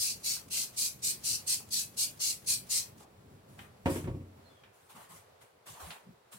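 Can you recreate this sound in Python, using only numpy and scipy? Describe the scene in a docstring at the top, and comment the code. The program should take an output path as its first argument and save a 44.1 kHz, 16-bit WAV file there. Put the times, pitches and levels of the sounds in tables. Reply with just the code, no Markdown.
"""A trigger bottle fires twelve quick squirts of cleaner at a car windscreen, under a carport.
Each squirt is shaped hiss with droplet ticks; between squirts the pump sucks in liquid as soft noise.
The bottle is set down with a hollow knock of ringing modes, boom and crack, and rocks.
A sleeve swishes and rubs as the arm withdraws, among dull noise ticks of handling; a far bird chirps in
gliding sines. Low rumble, later fainter and lumpy with short swells, and airy wash are filtered noise."""
import sys
import numpy as np
from scipy import signal
from scipy.fft import rfft, irfft, next_fast_len
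from scipy.io import wavfile
from scipy.ndimage import uniform_filter1d, map_coordinates

SR = 44100
rng = np.random.default_rng(int(sys.argv[2]) if len(sys.argv) > 2 else 0)


def to_wav(sig):
    """Store sig (one row per channel, or 1-D mono) as 16-bit WAV at the path in sys.argv[1].

    Samples outside -1..1 are clipped; the rate is SR.
    """
    pcm = np.clip(np.atleast_2d(sig), -1, 1) * 32767
    pcm = np.round(pcm).astype(np.int16)
    wavfile.write(sys.argv[1], SR, pcm.T)  # frames by channels


N = 281608

# trigger pulls: (t/s, stroke length/s, relative level/dB, splash/dB)
PULLS = [(0, .11, -32, -9), (0.223, .13, -33, -2.5), (0.494, .14, -33.5, -0.5), (.755, .12, -31.5, -4.5),
         (1.014, 0.098, -31, -3.5), (1.225, 0.13, -32, -3.5), (1.456, 0.093, -29.5, -4),
         (1.698, .12, -32, -6.5), (1.96, 0.084, -29.5, -3), (2.186, .13, -31.5, -6),
         (2.455, .089, -28.5, -5.5), (2.684, .11, -30, -7)]


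def amp(db):
    """Decibels to gain."""
    return 10 ** (np.asarray(db) / 20)


def unit(x):
    """Scale to rms 1."""
    return x / np.sqrt(np.mean(x ** 2) + 1e-20)


def along(points, hz):
    """Read (f/Hz, value) points on a log frequency axis."""
    f, v = np.transpose(points)
    return np.interp(np.log(hz + 1), np.log(f), v)


def clock(length):
    """Sample times over a length in seconds."""
    return np.arange(int(length * SR)) / SR


def wobble(rate, size):
    """A smooth random curve through rate knots a second."""
    knots = rng.standard_normal(int(size * rate / SR) + 4)
    return map_coordinates(knots, [np.arange(size) * rate / SR])


def filtered(x, gain):
    """Apply a gain, real or complex, that depends on frequency."""
    size = x.shape[-1]
    m = next_fast_len(size + 8192)  # padding keeps the filter's tail from wrapping round
    spectrum = rfft(x, m) * gain(np.fft.rfftfreq(m, 1 / SR))
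    return irfft(spectrum, m)[..., :size]


def noise(spectrum, size, width):
    """Coloured stereo noise of rms 1; width 0 is mono, 1 has unrelated ears."""
    mid, side = filtered(rng.standard_normal((2, size)), lambda hz: amp(along(spectrum, hz)))
    return unit(np.array([mid + width * side, mid - width * side]))


def add(out, s, x):
    """Mix x into out from time s on."""
    i = int(np.clip(round(s * SR), 0, N - 1))
    out[:, i:i + x.shape[-1]] += x[..., :N - i]


def carport(x, wet_db):
    """Roof and walls answer with a decaying noise tail, drawn anew on each call."""
    # reverberation time of the carport: (f/Hz, t60/s)
    decay_times = [(150, 0.15), (1000, 0.52), (4000, 0.21), (9000, 0.2), (15000, 0.31)]
    hz, t, z = signal.stft(rng.standard_normal((2, SR // 2)), SR, nperseg=256)
    decay = amp(-60 * t / along(decay_times, hz)[:, None])
    tail = signal.istft(z * decay, SR, nperseg=256)[1]
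    tail = tail / np.linalg.norm(tail[0])
    return x + amp(wet_db) * signal.fftconvolve(x, tail, axes=1)[:, :x.shape[-1]]


def patchy(x, depth_db, band_count, frame_count):
    """Gain drifts at random in narrow bands, giving the noise a patchy texture."""
    z = signal.stft(x, nperseg=512)[2]
    # one part of the drift differs between the ears, the other is common to both
    field = rng.standard_normal(z.shape) + rng.standard_normal(z.shape[1:])
    field = uniform_filter1d(field, band_count, 1)
    field = uniform_filter1d(field, frame_count, 2)
    return signal.istft(z * amp(depth_db * unit(field)), nperseg=512)[1][:, :x.shape[-1]]


def from_right(x, lag):
    """Sound from the right reaches the left ear lag seconds later."""
    return filtered(x, lambda hz: np.exp(1j * np.pi * hz * lag * np.array([[-1], [1]])))


def mist(size, drop_rate, drop_db):
    """Turbulent air is steady noise, with the sparse ticks of single droplets (drop_rate a second) in it."""
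    drops = (rng.random((2, size)) < drop_rate / SR) * rng.standard_normal((2, size))
    return rng.standard_normal((2, size)) + amp(drop_db) * unit(drops)


def mirrored(hz, strength, count):
    """Glass, bottle and hand throw back near copies that comb the hiss differently at each ear."""
    delay = rng.uniform(0.000593, .005, (2, count, 1))  # seconds
    return 1 + strength * np.exp(-2j * np.pi * hz * delay).sum(axis=1)


def squirts(rise=0.04, close=0.022, arch_db=3, flutter_db=0.8, level_db=2.5):
    """Each pull builds pressure, drives the jet for one stroke and lets it die away."""
    # colour of the nozzle's hiss: (f/Hz, relative level/dB per Hz)
    jet_colour = [(600, -26), (1700, -23), (2500, -8.5), (3000, -9.5), (3600, -8.5), (4300, 1),
                  (5100, -1.5), (8300, .5), (10500, -3), (12200, -10), (13500, -12), (15700, -14.5)]
    # stereo lean of the hiss: (f/Hz, left over right/dB)
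    jet_lean = [(1500, -1.5), (2800, -4), (4400, -2.5), (6100, 6), (8000, -4.5), (9100, 2.5), (11000, -2),
                (13500, 12), (15500, -7.5)]
    # every pull moves the same dose: half the time, this much brighter
    usual_stroke_s, bright_db_per_octave = 0.1, 3.5
    pan_db = 1.2  # left over right: the bottle is held a little to the left
    out, t = np.zeros((2, N)), clock(.5)
    for s, stroke, db, splash_db in PULLS:
        # the first pull is already under way
        opening = np.sin(np.pi / 2 * np.clip(t / rise + (s < rise), 0, 1)) ** 2
        arch = amp(-arch_db * (2 * t / stroke - .9) ** 2)  # the finger is fastest near mid-stroke
        closing = np.exp(-np.maximum(t - stroke + 0.0027, 0) / close)
        pressure = opening * arch * closing
        flutter = amp(flutter_db * wobble(168, len(t)))
        jet = pressure * flutter * mist(len(t), drop_rate=1500, drop_db=-5)
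        # a quicker pull atomises more finely and sounds brighter; coarse drops splash lower on the glass
        bright_db = bright_db_per_octave * np.log2(usual_stroke_s / stroke)
        fine = lambda hz: bright_db * along([(5500, -0.46), (9000, 1.0), (14000, -0.51)], hz)
        coarse = lambda hz: splash_db * along([(3300, 0.77), (4300, 0.31)], hz)
        ears = lambda hz: np.array([[.5], [-.5]]) * (along(jet_lean, hz) + pan_db)
        tone = lambda hz: amp(along(jet_colour, hz) + fine(hz) + coarse(hz) + ears(hz))
        colour = lambda hz: tone(hz) * mirrored(hz, strength=0.17, count=6)
        hiss = filtered(carport(jet, wet_db=-1.5), colour)
        hiss = patchy(hiss, depth_db=2.7, band_count=3, frame_count=14)
        add(out, s, amp(db + level_db) * np.sqrt(np.mean(pressure ** 2)) * unit(hiss))
    return out


def outdoors(air_db=-63):
    """A wavering rumble of far traffic, heard fainter and lumpier late on, under a wash of open air."""
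    # colour of the far traffic: (f/Hz, relative level/dB per Hz)
    rumble_colour = [(25, -7), (50, -12.5), (85, 1), (125, 2), (165, -2), (210, -3.5), (310, -8),
                     (420, -12), (600, -18), (1200, -35)]
    # colour of the open air: (f/Hz, relative level/dB per Hz)
    air_colour = [(150, -22), (310, -13), (390, 3), (900, -2.5), (1600, -9), (3000, -15), (4200, -16),
                  (6000, -21), (12000, -24), (15700, -27)]
    traffic_db, steady_waver_db = -58.5, 1.94
    # late on the rumble's level is turned down and its waver deepens
    gate_s, gate_fade_s, gate_drop_db, gate_waver_db = 4.17, .7, 12, 5.5
    gate = np.clip((np.arange(N) / SR - gate_s) / gate_fade_s, 0, 1)
    waver_db = steady_waver_db * (1 - gate) + gate_waver_db * gate
    rumble_db = traffic_db - gate_drop_db * gate + waver_db * wobble(18, N)
    rumble = amp(rumble_db) * noise(rumble_colour, N, width=0.084)
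    rumble = patchy(rumble, depth_db=2, band_count=1, frame_count=10)
    air = amp(air_db + 1.2 * wobble(4.69, N)) * noise(air_colour, N, width=0.98)
    return from_right(rumble + air, lag=0.00038)


def refills(lead=0.048, length=0.1, db=-59, release=2.958):
    """Before each later pull, and on letting go, the trigger springs back and the pump sucks in liquid."""
    suck_colour = [(500, 1.5), (1500, -3.0), (4000, -1.0), (9000, 0.5), (15000, -8.5)]  # (f/Hz, dB per Hz)
    out, u = np.zeros((2, N)), clock(length) / length
    for s in [row[0] - lead for row in PULLS[1:]] + [release]:
        suck = noise(suck_colour, len(u), width=0.83)
        gurgle = amp(db + 3.4 * wobble(120, len(u)))
        add(out, s, gurgle * np.sin(np.pi * u) * suck)
    return out


def taps(t60=0.078, wet_db=0):
    """Fingers and plastic touch with short, dull ticks: decaying noise gathered around one pitch."""
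    # light handling touches: (t/s, relative level/dB, pitch f/Hz)
    touches = [(.366, -49.5, 1230), (1.395, -52.5, 690), (1.603, -52, 785), (3.006, -48.5, 650),
               (3.591, -44.5, 1940), (4.636, -53, 1970), (5.414, -56.5, 2020), (5.803, -43.5, 696),
               (5.905, -39.5, 2450)]
    out, t = np.zeros((2, N)), clock(0.12)
    for s, db, hz in touches:
        body = [(hz / 5, -18), (hz / 2, -6), (hz, 0), (hz * 1.8, -5), (hz * 2.2, -16), (hz * 4, -28)]
        add(out, s, noise(body, len(t), width=0.79) * amp(db - 3.0 - 60 * t / t60))
    return carport(out, wet_db)


def sleeve(swish_db=1.0, grain_db=-0.3, catch_db=1.3):
    """Cloth slides in strokes: fibres swish, and the folds add a lower, catching rub."""
    # moves of the arm: (t/s, length/s, relative swish level/dB, relative rub level of the folds/dB)
    moves = [(3.474, 0.14, -68.5, -77), (3.569, .06, -61.5, -60), (3.846, 0.0194, -51, -70),
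             (3.884, 0.091, -45, -65), (4.72, 0.2, -69, -69), (4.882, 0.033, -57.5, -59),
             (4.943, 0.092, -59.5, -54), (5.082, 0.095, -56, -62), (5.399, 0.026, -62, -66),
             (5.652, .06, -50.5, -57), (5.72, 0.064, -60, -53.5), (5.784, 0.15, -53.5, -51),
             (6.308, .03, -51.5, -59)]
    # colour of the sliding fibres: (f/Hz, relative level/dB per Hz)
    swish_colour = [(400, -5), (1200, 1), (3000, -3), (5000, -5), (9000, 1.5), (13000, -4), (15700, -7)]
    # colour of the rubbing folds: (f/Hz, relative level/dB per Hz)
    fold_colour = [(60, -22), (300, -12), (550, -2.5), (1100, 2.5), (1800, -9), (3000, -11.5), (6000, -22)]
    # each move starts quickly, slows and comes to rest
    attack_s, sag_db_per_s, release_s = 0.024, 14, 0.046
    out, t = np.zeros((2, N)), clock(.5)
    for s, length, db, fold_db in moves:
        start = np.sin(np.pi / 2 * np.clip(t / attack_s, 0, 1)) ** 2
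        rest = np.exp(-np.maximum(t - length, 0) / release_s)
        speed = start * amp(-sag_db_per_s * t) * rest
        swish = amp(db + swish_db) * noise(swish_colour, len(t), width=1.0)
        rub = amp(fold_db + catch_db * wobble(68, len(t))) * noise(fold_colour, len(t), width=0.84)
        add(out, s, speed * (swish + rub))
    grain = amp(grain_db * wobble(140, N))
    return patchy(out * grain, depth_db=2.5, band_count=5, frame_count=8)


def knocks(ring_db=-6, boom_db=-5, boom_t60=0.42, crack_t60=0.23):
    """The bottle lands hard, then rocks; longer, softer contacts wake only the low modes."""
    # contacts of the bottle: (t/s, relative level/dB, contact time/s, relative crack level/dB)
    contacts = [(3.858, -21.5, 0.0012, -12), (3.874, -35.5, 0.00089, -25), (3.893, -29.5, 0.0018, -31),
                (3.957, -32.5, 0.0017, -11), (4.041, -29, 0.0033, -21), (4.074, -31, 0.0016, -19),
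                (4.1, -29.5, 0.0042, -48), (4.149, -34, 0.0033, -29), (4.205, -46, 0.0023, -18)]
    # modes of the bottle and the hollow panel under it: (f/Hz, relative level/dB, t60/s)
    modes = [(58, -12, .35), (91.3, -9.5, 0.76), (121.6, -5.5, 0.34), (152.6, -2, 0.29), (169, -8.5, 0.3),
             (229.8, -8, 0.47), (254, 0, 0.16), (299.3, -4, 0.43), (357, 0.5, 0.17), (446, -7, 0.44),
             (541, -3, 0.31), (580, -18, 0.17), (630, -12, 0.31), (716, -1.5, 0.15), (698, -22, 0.15),
             (907, -2.5, 0.28), (929, -3.5, 0.18), (969, -0.5, 0.14), (945, -2, 0.16), (1136, -4, 0.44),
             (1078, -8.5, 0.42), (1110, -17, 0.28)]
    # colour of the panel's dense ring: (f/Hz, relative level/dB per Hz)
    boom_colour = [(35, -15), (60, -1.5), (140, -1.5), (200, -8), (310, 5.5), (430, -1.5), (560, -5),
                   (800, -7.5), (960, -3.5), (1400, -22), (3000, -43)]
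    # colour of the crack: (f/Hz, relative level/dB per Hz)
    crack_colour = [(200, -6), (600, -4), (1300, -7), (2500, -7.5), (4000, -20), (9000, -29.5),
                    (15000, -42)]
    out, t = np.zeros((2, N)), clock(0.99)
    hz, mode_db, t60 = np.transpose(modes)[:, :, None]
    for s, db, contact, crack_db in contacts:
        soften = lambda f: 1 / np.sqrt(1 + (1.57 * f * contact) ** 4)
        # each contact wakes the modes a little differently
        strength = amp(mode_db + rng.normal(0, 1.5, hz.shape)) * soften(hz)
        # higher modes radiate less evenly and reach the ears out of step
        ear_phase = rng.standard_normal((2, len(hz), 1)) * (hz / 950) ** 2
        phase = rng.uniform(0, 2 * np.pi, hz.shape) + ear_phase
        ring = (strength * amp(-60 * t / t60) * np.sin(2 * np.pi * hz * t + phase)).sum(axis=1)
        boom = filtered(noise(boom_colour, len(t), width=0.12), soften)
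        boom = boom * amp(boom_db - 60 * t / boom_t60)
        crack = noise(crack_colour, len(t), width=0.68) * amp(crack_db - 60 * t / crack_t60)
        onset = 1 - np.exp(-t / 0.00036)
        add(out, s, amp(db) * (amp(ring_db) * ring + boom + crack) * onset)
    return from_right(carport(out, wet_db=-20.0), lag=.00022)


def bird():
    """Three faint falling notes from far away: gliding sines with a trembling pitch."""
    # notes: (t/s, length/s, start f/Hz, end f/Hz, level before the echo/dB)
    notes = [(4.441, 0.061, 4280, 4160, -70.5), (4.488, .04, 3570, 3400, -72),
             (4.543, 0.062, 3350, 3270, -71)]
    out = np.zeros((2, N))
    for s, length, from_hz, to_hz, db in notes:
        u = clock(length) / length
        hz = from_hz + (to_hz - from_hz) * u + 110 * wobble(302, len(u))
        add(out, s, amp(db) * np.sin(np.pi * u) * np.sin(2 * np.pi * np.cumsum(hz) / SR))
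    return carport(out, wet_db=5)


def rumble_swells(length=0.068):
    """Short swells of low rumble come through late on: narrow noise around a low pitch."""
    # the strongest swells: (t/s, level before the fade in and out/dB, pitch f/Hz)
    swells = [(4.939, -59.5, 210), (5.091, -57.5, 168), (5.69, -57, 145), (5.815, -52, 80),
              (5.86, -53, 165), (6.06, -52, 200), (6.33, -57, 180)]
    out, u = np.zeros((2, N)), clock(length) / length
    for s, db, hz in swells:
        body = [(hz / 3, -24), (hz / 1.33, -5), (hz, 0), (hz * 1.13, -6), (hz * 1.65, -30), (hz * 8, -80)]
        add(out, s, amp(db) * np.sin(np.pi * u) * noise(body, len(u), width=0.24))
    return out


def scene():
    """Everything heard in front of the car."""
    return squirts() + outdoors() + refills() + taps() + sleeve() + knocks() + bird() + rumble_swells()


def record(dry, low_hz=38, top_hz=15850):
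    """The deepest bass rolls off steeply, and nothing is left from top_hz up."""
    return filtered(dry, lambda hz: (hz < top_hz) * (1 - 1 / (1 + (hz / low_hz) ** 6)))


dry = scene()
out = record(dry)
to_wav(out)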